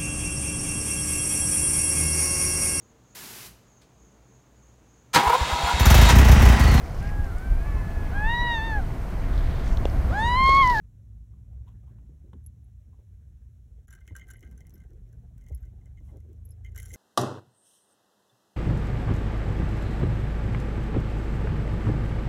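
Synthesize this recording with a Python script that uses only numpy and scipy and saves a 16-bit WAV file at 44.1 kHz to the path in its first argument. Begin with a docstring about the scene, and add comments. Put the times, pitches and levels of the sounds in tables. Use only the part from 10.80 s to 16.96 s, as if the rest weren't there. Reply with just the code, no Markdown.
"""Kitten on a car seat

Inside a moving car, the microphone close to a kitten on the seat. From about halfway it paws a hollow
plastic ball, and the bell inside rattles against the shell in short bouts. Its metal collar tags ting,
its paws thud and its fur brushes the cloth. Behind it, road rumble and a low engine hum fill the
padded, almost echoless cabin."""
import sys
import numpy as np
from scipy import signal
from scipy.fft import rfft, irfft
from scipy.io import wavfile
from scipy.ndimage import uniform_filter1d

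SR = 44100
rng = np.random.default_rng(int(sys.argv[2]) if len(sys.argv) > 2 else 0)


def wav_record(signal):
    """Record a signal, one row per channel, as 16-bit PCM in the file named by sys.argv[1]."""
    frames = np.transpose(np.atleast_2d(signal))
    bounded = np.clip(frames, -1, 1)
    # unit amplitude maps onto the largest positive 16-bit level
    quanta = np.round(bounded * 32767).astype(np.int16)
    wavfile.write(sys.argv[1], SR, quanta)


N = 271656
TIME = np.arange(N) / SR
RING_TIME = np.arange(SR // 4) / SR

# Clear strikes of the bell in the ball, and a few dry ticks of claws snagging the cloth, close to the
# microphone. Each row: start in seconds, contact level in dB, shell level in dB, upper minus lower side
# in dB, share that rings the bell from 0 to 1.
STRIKES = [(3.08, -39, -53.5, -14, 1), (3.1059, -34, -45.5, -18, 1), (3.1269, -32.5, -43.5, -17, 0.8),
           (3.135, -38, -52, -12, 0.7), (3.151, -38, -50, -21, 0.25), (3.177, -57, -50, -32, 0.1),
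           (3.208, -49, -56.5, -4, 0.05), (3.2774, -34, -50.5, 22, 0), (3.352, -36, -38.5, -21, 1),
           (3.3646, -23, -43, -28, 0.17), (3.369, -37, -48, -30, 0.6), (3.379, -46, -50, -26, .6),
           (3.386, -39, -57, -10, 0.3), (3.395, -36, -51, 3, 0.4), (3.411, -46, -42.5, 11, 0.04),
           (3.433, -59, -59, 18, 0), (3.47, -49, -56, -7, .1), (3.486, -40, -49.5, -10, 0.27),
           (3.5025, -31.5, -44.5, -16, 0.6), (3.507, -30, -53, -20, 0.44), (3.511, -30.5, -47, -24, 1),
           (3.535, -35.5, -48.5, -8, 0.85), (3.554, -61, -55, 16, 0.08), (3.58, -60, -60, 25, .1),
           (3.594, -43.5, -81, 0, 0), (3.608, -39.5, -65, 20, 0), (3.628, -41, -48, 2.5, 0.06),
           (3.648, -47, -51, -16, 0.3), (3.665, -52, -55.5, -4, 0), (3.713, -41, -58.5, -7, 0.14),
           (3.728, -49, -68, -2, 0), (3.776, -37.5, -57.5, -9, 1), (3.8065, -38, -60, 20, 0),
           (3.85, -62, -62.5, 12, 0.3), (3.869, -36.5, -62.5, 7, 0.05), (3.896, -39.5, -74, -19, 0.02),
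           (3.906, -40.5, -81, -5, 0.03), (3.98, -45, -68, -24, 0), (4.003, -53, -59.5, 2, 0.27),
           (4.328, -46.5, -62.5, -22, 0.5), (4.58, -41, -65, -15, 0), (4.612, -47, -67, 18, 0.02),
           (4.665, -43.5, -59, 28, 0.04), (4.686, -39, -62, 27, 0), (4.697, -46, -75, 20, 0),
           (4.723, -42, -65.5, 22, 0), (4.777, -48, -71, 22, 0.17), (4.829, -50, -61.5, -17, 0),
           (4.853, -46.5, -72, -4, 0.02), (5.012, -57, -70, 20, 0), (5.058, -44.5, -66, 20, 0.05),
           (5.1734, -55, -58, 27, 0.1), (5.2868, -59, -62.5, 10, 0.24), (5.371, -44.5, -75, 4, 0),
           (5.404, -47.5, -75, 10, 0), (5.531, -47.5, -87, 12, 0), (5.848, -41, -48.5, 16, 0),
           (5.861, -46, -50, 27, 0.2), (5.918, -50, -70, 7, 0.85), (5.948, -40, -51, -18, 0.4),
           (5.9578, -36, -51, -12, 0.15), (5.961, -28, -42.5, -9, 0.68), (5.9772, -21, -47, 24, 0.57),
           (5.9865, -28, -43.5, 22, 0.1), (5.999, -25, -46.5, 2, 0.5), (6.002, -26.5, -61, -1, 0.2),
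           (6.02, -34, -55, -14, 0.8), (6.0287, -26.5, -48, -14, 0.9), (6.051, -34, -52, -5, 0.99),
           (6.0572, -26.5, -52, -10, 0.8), (6.074, -41, -62, -13, 0.15), (6.083, -36, -77, 0, 0.4),
           (6.089, -35, -60, -14, 0.9), (6.104, -30, -50, 11, 0.9), (6.1175, -35, -75, 3, 0.5),
           (6.1345, -25.5, -52, 13, 0.13), (6.139, -19.5, -49.5, 24, 0.5), (6.146, -23, -50, -8, 0)]
# Modes of the shell's two sides, of the damped bell, and the low one the bell adds once it is free.
# Each row: frequency in Hz, relative level in dB, seconds to fall 60 dB.
LOWER_SHELL_MODES = [(1325, -23, .035), (1430, -15.5, .035), (1515, -11, .04), (1567, -7.5, .115),
                     (1650, -17, .03), (1922, -18, .05), (2600, -24, .015), (2950, -21, .04),
                     (3500, -24, .015), (4100, -23, .015), (6020, -25, .02)]
UPPER_SHELL_MODES = [(1912, -9.5, 0.054), (2030, -10.5, 0.073), (2088, -2, 0.065), (2136, -10.5, 0.043),
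                     (2430, -28, 0.062), (2975, -16.5, 0.081), (3122, -9, 0.024), (6460, -16, 0.041),
                     (7140, -11.5, 0.0098)]
BELL_MODES = [(3300, -15, .012), (5640, -9, .02), (6020, -7, .022), (6330, -7, .022), (6930, -7, .035),
              (7420, -5, .035), (8300, -10, .012), (10140, -3, .026), (10380, 0, .022), (10850, -6, .012),
              (11200, -6, .014), (11650, -2, .02), (14500, -9, .012), (15200, -9, .012)]
FREE_BELL_MODE = [(3122, -37, .06)]
# The lower side's pitch shifts as the ball turns. Each row: time in seconds, pitch ratio.
SHELL_TUNING = [(3.13, 1.01), (3.52, .99), (6, .985)]


def ball_rattle(free_from_s=5.97, free_sustain=1.3, skip_s=.0062, skip_db=-8, grip_db=-3):
    """Contacts tick, skip on, and ring the bell and the shell, which later strikes damp."""
    metal, shell = np.zeros((2, N))
    swell = 1 - np.exp(-RING_TIME / .0016)  # the shell takes a moment to start moving
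    strike_times = np.sort(np.array(STRIKES)[:, 0])
    for start, contact_db, shell_db, tilt_db, share in contacts():
        free = start > free_from_s  # knocked loose, the bell rings longer
        click = amp(contact_db) * np.sqrt(1 - share) * tick(fade_s=.0005, tail_db=-19, tail_s=.006)
        bell_gain = amp(contact_db) * np.sqrt(share)
        bell_modes = np.multiply(BELL_MODES, [1, 1, free_sustain if free else 1])
        shimmer = np.convolve(ring(bell_modes, scatter_db=5.5, detune=.008), bounces())
        add(metal, start, click)
        for k, delay in enumerate(np.cumsum(skip_s * rng.uniform(.072, 1, 2)), 2):
            add(metal, start + delay, amp(k * skip_db) * click)
        add(metal, start, bell_gain * shimmer / np.linalg.norm(shimmer))
        add(metal, start, free * bell_gain * ring(FREE_BELL_MODE, scatter_db=1, detune=.004))
        strikes_since = np.searchsorted(strike_times[strike_times > start], start + RING_TIME)
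        damping = amp(grip_db * uniform_filter1d(strikes_since.astype(float), size=150))
        tuning = np.interp(start, *np.transpose(SHELL_TUNING))
        lower_modes = np.multiply(LOWER_SHELL_MODES, [tuning, 1, 1])
        for gain, modes in zip(side_gains(shell_db, tilt_db), (lower_modes, UPPER_SHELL_MODES)):
            add(shell, start, gain * swell * damping * ring(modes, scatter_db=1.5, detune=.008))
    shell *= wander(db=2, samples=150)  # the loose bell buzzes against the wall
    return metal + highpass(shell, hz=1250)  # so small a shell radiates no bass


def bounces(gap_s=.0011, loss_db=-4, count=3):
    """The impulses of one strike: a graze, the main contact and quick rebounds."""
    out = np.zeros(len(RING_TIME))
    delays = np.cumsum(gap_s * rng.uniform(.44, .92, count))
    sizes = rng.uniform(.075, 1, count)
    add(out, 0, [amp(loss_db) * sizes[0]])
    add(out, delays[0], [1])
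    for k in range(1, count):
        add(out, delays[k], [amp(loss_db * k) * sizes[k]])
    return np.trim_zeros(out, "b") / np.linalg.norm(out)


def side_gains(db, tilt_db):
    """Shares a blow's energy between the lower and upper side of the shell."""
    return amp(db) * np.array([1, amp(tilt_db)]) / np.hypot(1, amp(tilt_db))


# Paw pushes that roll the ball on the seat. Each row: start in seconds, length in seconds, relative
# contact level in dB, relative shell level in dB, upper minus lower side in dB.
ROLLS = [(3.073, 0.14, -53, -65, -10), (3.253, 0.066, -51, -60, 8), (3.34, 0.11, -59, -61, -9),
         (3.47, 0.059, -48, -61, -8), (3.622, 0.25, -63, -86, -12), (3.928, 0.11, -52.5, -64, -6),
         (4.596, .11, -56, -71, 12), (4.819, 0.049, -54, -70, -5), (5.835, 0.058, -53, -57.5, 24),
         (5.957, 0.26, -41, -66, 0)]


def ball_rolling(scrape_db=-20, graze_db=-26, ring_db=-16, grains_per_s=600, edge_s=.023, graze_s=.015):
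    """The bell scrapes the wall in each roll and around its strikes; the grit keeps the shell singing."""
    drives = np.zeros((3, N))  # wall contact, lower side, upper side
    for start, length, contact_db, shell_db, tilt_db in ROLLS:
        envelope = np.clip(np.minimum(TIME - start, start + length - TIME) / edge_s, 0, 1)
        gains = [amp(contact_db + scrape_db), *side_gains(shell_db + ring_db, tilt_db)]
        drives += np.outer(gains, envelope)
    drives *= wander(db=-3.5, samples=500)
    graze = signal.windows.hann(round(2 * graze_s * SR))
    for start, contact_db, shell_db, tilt_db, _ in STRIKES:
        gains = [amp(contact_db + graze_db), *side_gains(shell_db + ring_db, tilt_db)]
        for drive, gain in zip(drives, gains):
            add(drive, start - graze_s / 2, gain * graze)
    grit = drives * rng.standard_normal(N) * (rng.random(N) < grains_per_s / SR)
    wall = tick(fade_s=.0004, tail_db=-25, tail_s=.003) + amp(-27) * ring(BELL_MODES)
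    bodies = np.array([wall, ring(LOWER_SHELL_MODES), ring(UPPER_SHELL_MODES)])
    return signal.oaconvolve(grit, bodies, axes=1)[:, :N].sum(0)


def contacts(per_s=70, scatter_db=4.5, bell_share=.32):
    """The clear strikes and claw ticks, plus lighter contacts at random moments of every roll."""
    rows = list(STRIKES)
    for start, length, contact_db, shell_db, tilt_db in ROLLS:
        slots = np.arange(0, length, 1 / per_s)
        for slot, draw in zip(slots, rng.standard_normal((64, 4))):
            delay = min(slot + draw[0] % 1 / per_s, length)
            levels_db = scatter_db * draw[1:] * [1, 1, 2] + [contact_db, shell_db - scatter_db, tilt_db]
            rows.append((start + delay, *levels_db, bell_share))
    return rows


# The tags touch at the kitten's collar, close by. Each row: start in seconds, then relative levels
# in dB of the first tag, the second tag and the split ring.
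TINGS = [(1.64, -60, -90, -92), (1.663, -37.5, -66, -90), (1.843, -63.5, -86, -92), (3.567, -52, -72, -98),
         (3.9376, -75, -50.5, -58), (3.953, -80, -62, -66), (4.7474, -41.5, -52.5, -57),
         (4.806, -82, -65, -85), (5.651, -54, -75, -90), (5.653, -48, -53, -84), (5.6895, -52, -75, -92),
         (5.707, -46, -66, -65), (5.717, -56, -73, -54.5)]
# Modes of those three parts. Each row: frequency in Hz, relative level in dB, seconds to fall 60 dB.
FIRST_TAG_MODES = [(11150, 0, .027), (10450, -25, .015), (8240, -30, .04)]
SECOND_TAG_MODES = [(12370, 0, .05), (12600, -12, .02)]
SPLIT_RING_MODES = [(5222, -3, .04), (5090, -11, .02), (5400, -10, .015)]


def collar_tags(scratch_db=-5, buzz_db=3.5, rise_s=.0012):
    """Two small metal tags scratch together on their split ring and ring very high, buzzing in contact."""
    out = np.zeros(N)
    onset = 1 - np.exp(-RING_TIME / rise_s)
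    for start, *levels_db in TINGS:
        for db, modes in zip(levels_db, (FIRST_TAG_MODES, SECOND_TAG_MODES, SPLIT_RING_MODES)):
            buzz = wander(buzz_db, samples=50, length=len(RING_TIME))
            tone = onset * ring(modes, detune=.001)
            add(out, start, amp(db) * tone.std() * unit_rms(buzz * tone))
        scratch = tick(fade_s=.0011, tail_db=-20, tail_s=.005)
        add(out, start, amp(max(levels_db) + scratch_db) * scratch)
    return out


# Paws and body knock on seat, trim and ball. Each row: start in seconds, thud level in dB, centre in Hz,
# width in octaves, fade in seconds, crack level in dB.
KNOCKS = [(0.537, -74, 1120, 0.15, 0.012, -82), (0.879, -71.5, 3140, 0.18, 0.012, -72),
          (1.185, -71, 998, 0.95, 0.0088, -72), (1.292, -45, 296, 0.34, 0.0069, -83.5),
          (1.439, -57.5, 318.2, 0.45, 0.046, -91), (1.532, -37, 183, 0.66, 0.015, -51.5),
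          (2.13, -63.5, 910, 0.23, 0.013, -76), (2.189, -66, 465.7, 0.47, 0.029, -80),
          (3.2772, -49.5, 2201, 0.43, 0.0027, -81), (3.308, -48.5, 330, 0.48, 0.013, -65),
          (3.621, -48.5, 302, 0.41, 0.015, -90), (3.945, -51.5, 360, 0.3, 0.0075, -85),
          (4.703, -46.5, 343, 0.69, 0.013, -84), (5.206, -52.5, 248, 0.79, 0.01, -79),
          (5.45, -50.5, 339, 0.42, 0.011, -75)]
# The bright edge of a knock. Each row: frequency in Hz, relative level in dB.
CRACK_SPECTRUM = [(200, -18), (500, -3), (1000, 21), (1700, -11), (2400, -8), (3500, -1), (4400, -16),
                  (14000, -23)]
# The plastic trim rings dully. Each row: frequency in Hz, relative level in dB, seconds to fall 60 dB.
TRIM_MODES = [(560, -8, .04), (877, 0, .04), (1100, -2, .03), (1507, -7, .045), (1720, -9, .03),
              (2073, -11, .035), (2961, -17, .025), (3600, -17, .025)]


def knocks(crack_fade_ratio=.35, trim_db=-5):
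    """Each blow is a padded thud with a short crack that rings the trim."""
    out, t = np.zeros(N), RING_TIME
    for start, db, centre_hz, octaves, fade_s, crack_db in KNOCKS:
        thud = puff(centre_hz, octaves) * (1 - np.exp(-t * centre_hz)) * np.exp(-t / fade_s)
        crack = noise(spectrum(CRACK_SPECTRUM), len(t)) * np.exp(-t / (crack_fade_ratio * fade_s))
        trim = amp(trim_db) * ring(TRIM_MODES, scatter_db=1, detune=.01)
        add(out, start, amp(db) * thud + amp(crack_db) * (crack + trim))
    return out


# The body scuffs along the seat. Each row: start in seconds, level in dB, centre in Hz, width in octaves,
# length in seconds, rasp level in dB.
SCUFFS = [(.69, -78, 507, 0.42, 0.19, -101), (0.865, -68, 1009, 0.092, 0.035, -65.5),
          (0.881, -77, 810, 0.42, 0.062, -76.5), (1.056, -76, 1017, .2, 0.058, -76),
          (4.079, -63.5, 342, 0.35, 0.1, -100), (4.845, -68.5, 422.2, 0.39, 0.07, -103),
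          (5.275, -69.5, 750, 0.45, 0.05, -94), (5.31, -54.5, 324, 0.63, 0.085, -81),
          (5.48, -56, 330, 0.39, 0.052, -82), (5.214, -77, 8550, 0.73, 0.14, -77.5),
          (6.113, -53, 295, 0.66, 0.095, -88)]
# The weave of the cloth catching. Each row: frequency in Hz, relative level in dB.
RASP_SPECTRUM = [(400, 11), (1100, 9), (2300, -2.5), (3300, 4), (4500, -11), (6500, -5), (14000, -9.5)]


def scuffs(grain_db=4):
    """Each slide of the body swells and fades, rasping over the weave."""
    out, t = np.zeros(N), RING_TIME
    for start, db, centre_hz, octaves, length, rasp_db in SCUFFS:
        stroke = np.sin(np.pi * np.minimum(t / length, 1))
        rasp = noise(spectrum(RASP_SPECTRUM), len(t))
        rasp *= unit_rms(wander(grain_db, samples=100)[:len(t)])
        add(out, start, stroke * (amp(db) * puff(centre_hz, octaves) + amp(rasp_db) * rasp))
    return out


# Fur on the seat cloth, faint even this close. 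Each row: time in seconds, level in dB.
FUR_LEVEL = [(0, -78.5), (.45, -80.5), (1.0, -75), (1.9, -80.5), (3.0, -78.5), (3.42, -69.5), (4.0, -72.5),
             (4.5, -75), (5.75, -73), (6.05, -68), (6.16, -76)]
# The colour of that rubbing. Each row: frequency in Hz, relative level in dB.
FUR_SPECTRUM = [(150, -13.5), (300, 3.5), (420, 5.5), (560, -2.5), (750, -4), (1000, -23), (1600, -12.5),
                (3000, -27), (6000, -34)]


def fur(grain_db=3):
    """Fur drags unevenly over cloth; each band wanders on its own, so the colour shifts."""
    cloth = rfft(noise(spectrum(FUR_SPECTRUM)))
    hz = np.fft.rfftfreq(N, 1 / SR)
    edges_hz = [0, 300, 400, 520, 680, 900, 1300, 2000, SR]
    rub = np.zeros(N)
    for low, high in zip(edges_hz, edges_hz[1:]):
        band = irfft(cloth * (hz >= low) * (hz < high), N)
        rub += band * unit_rms(wander(db=4, samples=1800))
    return rub * wander(grain_db, samples=900) * amp(follow(FUR_LEVEL))


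def claws(snags_per_s=35, level_db=-55):
    """From the first push of the ball, claws snag threads with tiny ticks."""
    playing = TIME > ROLLS[0][0]
    snags = playing * (rng.random(N) < snags_per_s / SR)
    sizes = np.minimum(rng.exponential(.46, N), 2)
    snap = tick(fade_s=.0005, tail_db=-25, tail_s=.003)
    return amp(level_db) * signal.oaconvolve(snags * sizes, snap)[:N]


# Engine speed: it climbs, drops and climbs again. Each row: time in seconds, firing rate in Hz.
FIRING_RATE = [(0, 47.24), (.55, 56.58), (1.15, 70.14), (2.05, 88.18), (2.8, 95.1), (3.8, 39.5),
               (4.75, 44.4), (5.15, 45.03), (5.6, 53.14), (6.16, 55.7)]
# Pulls of the engine, heard from the seat. Each row: start, rise, end and fall in seconds, then levels
# in dB, before the cabin's boom, at 1, 1.5 and 2 times the firing rate.
ENGINE_PULLS = [(-.1, 0.2, 1.6, 0.34, -56, -74.5, -60.5), (1.0, 0.17, 2.8, 0.55, -55.5, -80.5, -81.5),
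                (4.0, 0.11, 6.1, 0.39, -53, -67.5, -71.5), (4.6, 0.22, 6.4, 0.39, -63, -50, -54),
                (5.3, 0.33, 6.4, .3, -47.5, -52, -53.5)]
# The cabin booms as an engine order passes these. Each row: centre in Hz, width in Hz, gain in dB.
ENGINE_BOOMS = [(61.95, 3.8, 17.5), (53.9, 3.1, 4)]


def engine():
    """The second, third and fourth orders of the crankshaft swell with each pull."""
    crank_hz, out = follow(FIRING_RATE) / 2, np.zeros(N)
    for start, rise, end, fall, *levels_db in ENGINE_PULLS:
        load = np.clip(np.minimum((TIME - start) / rise, (end - TIME) / fall), 0, 1)
        for order, db in enumerate(levels_db, 2):
            hz = crank_hz * order
            boom_db = sum(gain_db / (1 + (2 * (hz - centre) / width) ** 4)
                          for centre, width, gain_db in ENGINE_BOOMS)
            out += load * hum(TIME, hz, db + boom_db, waver_db=1.5)
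    return out


# Tones of the drive train and the tyre tread. Each row: time in seconds, pitch in Hz, level in dB.
DRIVE_HUM = [(0, 102.7, -60), (0.6, 104.5, -52), (1.098, 110.2, -53), (1.4, 112.4, -58), (1.88, 115, -55),
             (2.1, 117.1, -72), (3.85, 113, -75), (4.12, 114.5, -56), (5.35, 119.5, -56), (5.6, 118, -73)]
TYRE_HUM = [(3.3, 156, -86), (3.9, 153.5, -63.5), (5.599, 155, -74.5)]


def running_gear():
    """The drive train hums with the speed of the car, and the tread drones for a while."""
    return sum(hum(*np.transpose(curve), waver_db=.5) for curve in (DRIVE_HUM, TYRE_HUM))


# The road, heard from inside the car. Each row: frequency in Hz, relative level in dB.
RUMBLE_SPECTRUM = [(15, -56), (25, -14.5), (39, -5.5), (59, 1.5), (86, -6), (118, -8), (170, -22.5),
                   (220, -48.5), (370, -120)]
# The rumble follows the roughness of the road. Each row: time in seconds, level in dB.
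RUMBLE_LEVEL = [(0, -49.5), (.75, -45.5), (1.6, -50.5), (2.1, -49), (3.4, -47.5), (4.8, -48), (5.6, -52),
                (6.16, -47.5)]
# Air resonances of the cabin. Each row: centre in Hz, width in Hz, relative strength in dB.
CABIN_MODES = [(61, 13, 4), (125, 15, -8.5)]


def road_rumble(boom_db=-6, steadiness=.37):
    """Low road noise coloured by the air in the cabin, its random swells partly evened out."""
    def colour(hz):
        boom = sum(amp(db + boom_db) / (1 + (2 * (hz - centre) / width) ** 2)
                   for centre, width, db in CABIN_MODES)
        return spectrum(RUMBLE_SPECTRUM)(hz) * (1 + boom)
    rumble = noise(colour)
    swell = np.sqrt(uniform_filter1d(uniform_filter1d(rumble ** 2, size=4000), size=2000))
    return highpass(rumble / swell ** steadiness * amp(follow(RUMBLE_LEVEL)), hz=35)


# Tyre noise as it reaches the seat. Each row: frequency in Hz, relative level in dB.
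ROAR_SPECTRUM = [(100, -15.5), (160, 6), (200, 1.5), (260, -4.5), (370, -20), (430, -19.5), (600, -30.5),
                 (1000, -30.5), (1500, -38), (4000, -59.5)]
# Its rise and fall. Each row: time in seconds, level in dB.
ROAR_LEVEL = [(0, -63.5), (1.55, -63), (1.9, -68), (3.15, -68), (3.6, -62), (6.16, -64.5)]


def tyre_roar():
    """Tyres on the road make a dull, patchy roar."""
    return noise(spectrum(ROAR_SPECTRUM)) * amp(follow(ROAR_LEVEL)) * wander(db=2, samples=3000)


# Bumps in the road. Each row: start in seconds, level in dB, pitch in Hz, rise in seconds,
# seconds to fall 60 dB.
BUMPS = [(1.535, -36, 75.8, 0.014, 0.72), (3.313, -31, 87.7, 0.021, 0.041),
         (4.715, -27.5, 70.5, 0.0059, 0.19), (4.741, -36, 53.16, 0.048, 0.83)]


def bumps():
    """Each bump swells into a low boom of the car body and dies away."""
    out, t = np.zeros(N), TIME[:SR]
    for start, db, hz, rise, t60 in BUMPS:
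        envelope = np.minimum(t / rise, 1) * np.exp(-np.log(1000) * np.maximum(t - rise, 0) / t60)
        add(out, start, amp(db) * envelope * np.sin(2 * np.pi * hz * t))
    return out


# The noise floor at the microphone. Each row: frequency in Hz, relative level in dB.
HISS_SPECTRUM = [(500, -10), (1500, 1), (3000, -1), (4200, -1), (6500, 2), (8000, 0), (11000, -1),
                 (15000, -4)]


def hiss(level_db=-81.5):
    """The faint steady hiss of cabin air and microphone."""
    return amp(level_db) * noise(spectrum(HISS_SPECTRUM))


# A small hard contact at close range. Each row: frequency in Hz, relative level in dB.
TICK_SPECTRUM = [(1000, -25), (2000, -9), (4000, -18), (6000, 3.5), (8000, -2.5), (11000, -5), (14000, -5),
                 (16000, -3)]


def tick(fade_s, tail_db, tail_s):
    """A hard contact: a very short burst, and its faint scatter around the cabin."""
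    envelope = np.exp(-RING_TIME / fade_s) + amp(tail_db) * np.exp(-RING_TIME / tail_s)
    burst = noise(spectrum(TICK_SPECTRUM), len(RING_TIME)) * envelope
    return burst / np.linalg.norm(burst)


def ring(modes, scatter_db=0, detune=0):
    """Dying modes; each blow lands elsewhere, so their strengths and pitches can vary a little."""
    hz, db, t60 = np.transpose(modes)[:, :, None]
    strength, shift = rng.standard_normal((2, len(modes), 1))
    polarity = np.where(db == db.max(), 1, rng.choice([-1, 1], db.shape))
    envelope = amp(db + scatter_db * strength) * np.exp(-np.log(1000) * RING_TIME / t60)
    return (polarity * envelope * np.sin(2 * np.pi * hz * (1 + detune * shift) * RING_TIME)).sum(0)


def puff(centre_hz, octaves):
    """A short stretch of noise in one broad hump."""
    return noise(lambda hz: np.exp(-.5 * (np.log2((hz + 1) / centre_hz) / octaves) ** 2), len(RING_TIME))


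def hum(times, hz, db, waver_db):
    """A low tone that follows its pitch and level curves and throbs unevenly."""
    knots = np.arange(0, N / SR + .1, .07)
    throb = np.interp(TIME, knots, rng.standard_normal(len(knots)))
    turns = np.cumsum(np.interp(TIME, times, hz)) / SR + rng.random()
    return np.sqrt(2) * amp(np.interp(TIME, times, db) + waver_db * throb) * np.sin(2 * np.pi * turns)


def noise(gain, length=N):
    """Noise of rms 1 with the spectrum gain(hz)."""
    white = rfft(rng.standard_normal(length))
    return unit_rms(irfft(white * gain(np.fft.rfftfreq(length, 1 / SR)), length))


def spectrum(points):
    """Joins (Hz, dB) points on a log-frequency axis into a function gain(hz)."""
    knots_hz, db = np.transpose(points)
    return lambda hz: amp(np.interp(np.log(hz + 1), np.log(knots_hz + 1), db))


def wander(db, samples, length=N):
    """A gain that strays at random by about db, changing over that many samples."""
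    return amp(db * unit_rms(uniform_filter1d(rng.standard_normal(length), size=samples)))


def follow(points):
    """Joins (seconds, value) points into a curve over the whole scene."""
    return np.interp(TIME, *np.transpose(points))


def highpass(x, hz):
    """Cuts the bass below hz."""
    return signal.sosfilt(signal.butter(4, hz, "high", fs=SR, output="sos"), x)


def add(mix, start_s, sound):
    """Mixes a sound in at start_s."""
    part = mix[max(round(start_s * SR), 0):][:len(sound)]
    part += sound[:len(part)]


def amp(db):
    """Decibels to gain."""
    return 10 ** (np.asarray(db) / 20)


def unit_rms(x):
    """Scales to rms 1."""
    return x / np.sqrt(np.mean(x ** 2) + 1e-20)


def scene(dip_s=3.069, dip_width_s=.011):
    """Kitten close, car all around, in mono; the background dips briefly just before the first rattle."""
    background = engine() + running_gear() + road_rumble() + tyre_roar() + bumps()
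    background += hiss() + fur() + claws()
    dip = 1 - .9 * np.exp(-((TIME - dip_s) / dip_width_s) ** 2)
    return (dip * background + knocks() + scuffs() + collar_tags() + ball_rattle() + ball_rolling())[None]


# Narrow bands that the microphone port cancels. Each row: centre in Hz, width in Hz, depth in dB.
PORT_DIPS = [(4750, 420, 11), (8950, 380, 12), (13200, 480, 12)]


def record(dry, top_hz=16000):
    """One microphone by the seat: its port notches the treble, and its band ends at top_hz."""
    hz = np.fft.rfftfreq(4096, 1 / SR)
    dips_db = sum(-depth * np.exp(-((hz - centre) / width) ** 2) for centre, width, depth in PORT_DIPS)
    log_gain = np.log(amp(np.concatenate([dips_db, dips_db[-2:0:-1]])))
    port = np.fft.ifft(np.exp(np.conj(signal.hilbert(log_gain)))).real  # causal response
    heard = signal.oaconvolve(dry, port[None])[:, :N]
    band_limit = signal.firwin(301, top_hz, window=("kaiser", 8), fs=SR)
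    return signal.oaconvolve(heard, band_limit[None], "same")


dry = scene()
out = record(dry)
wav_record(out)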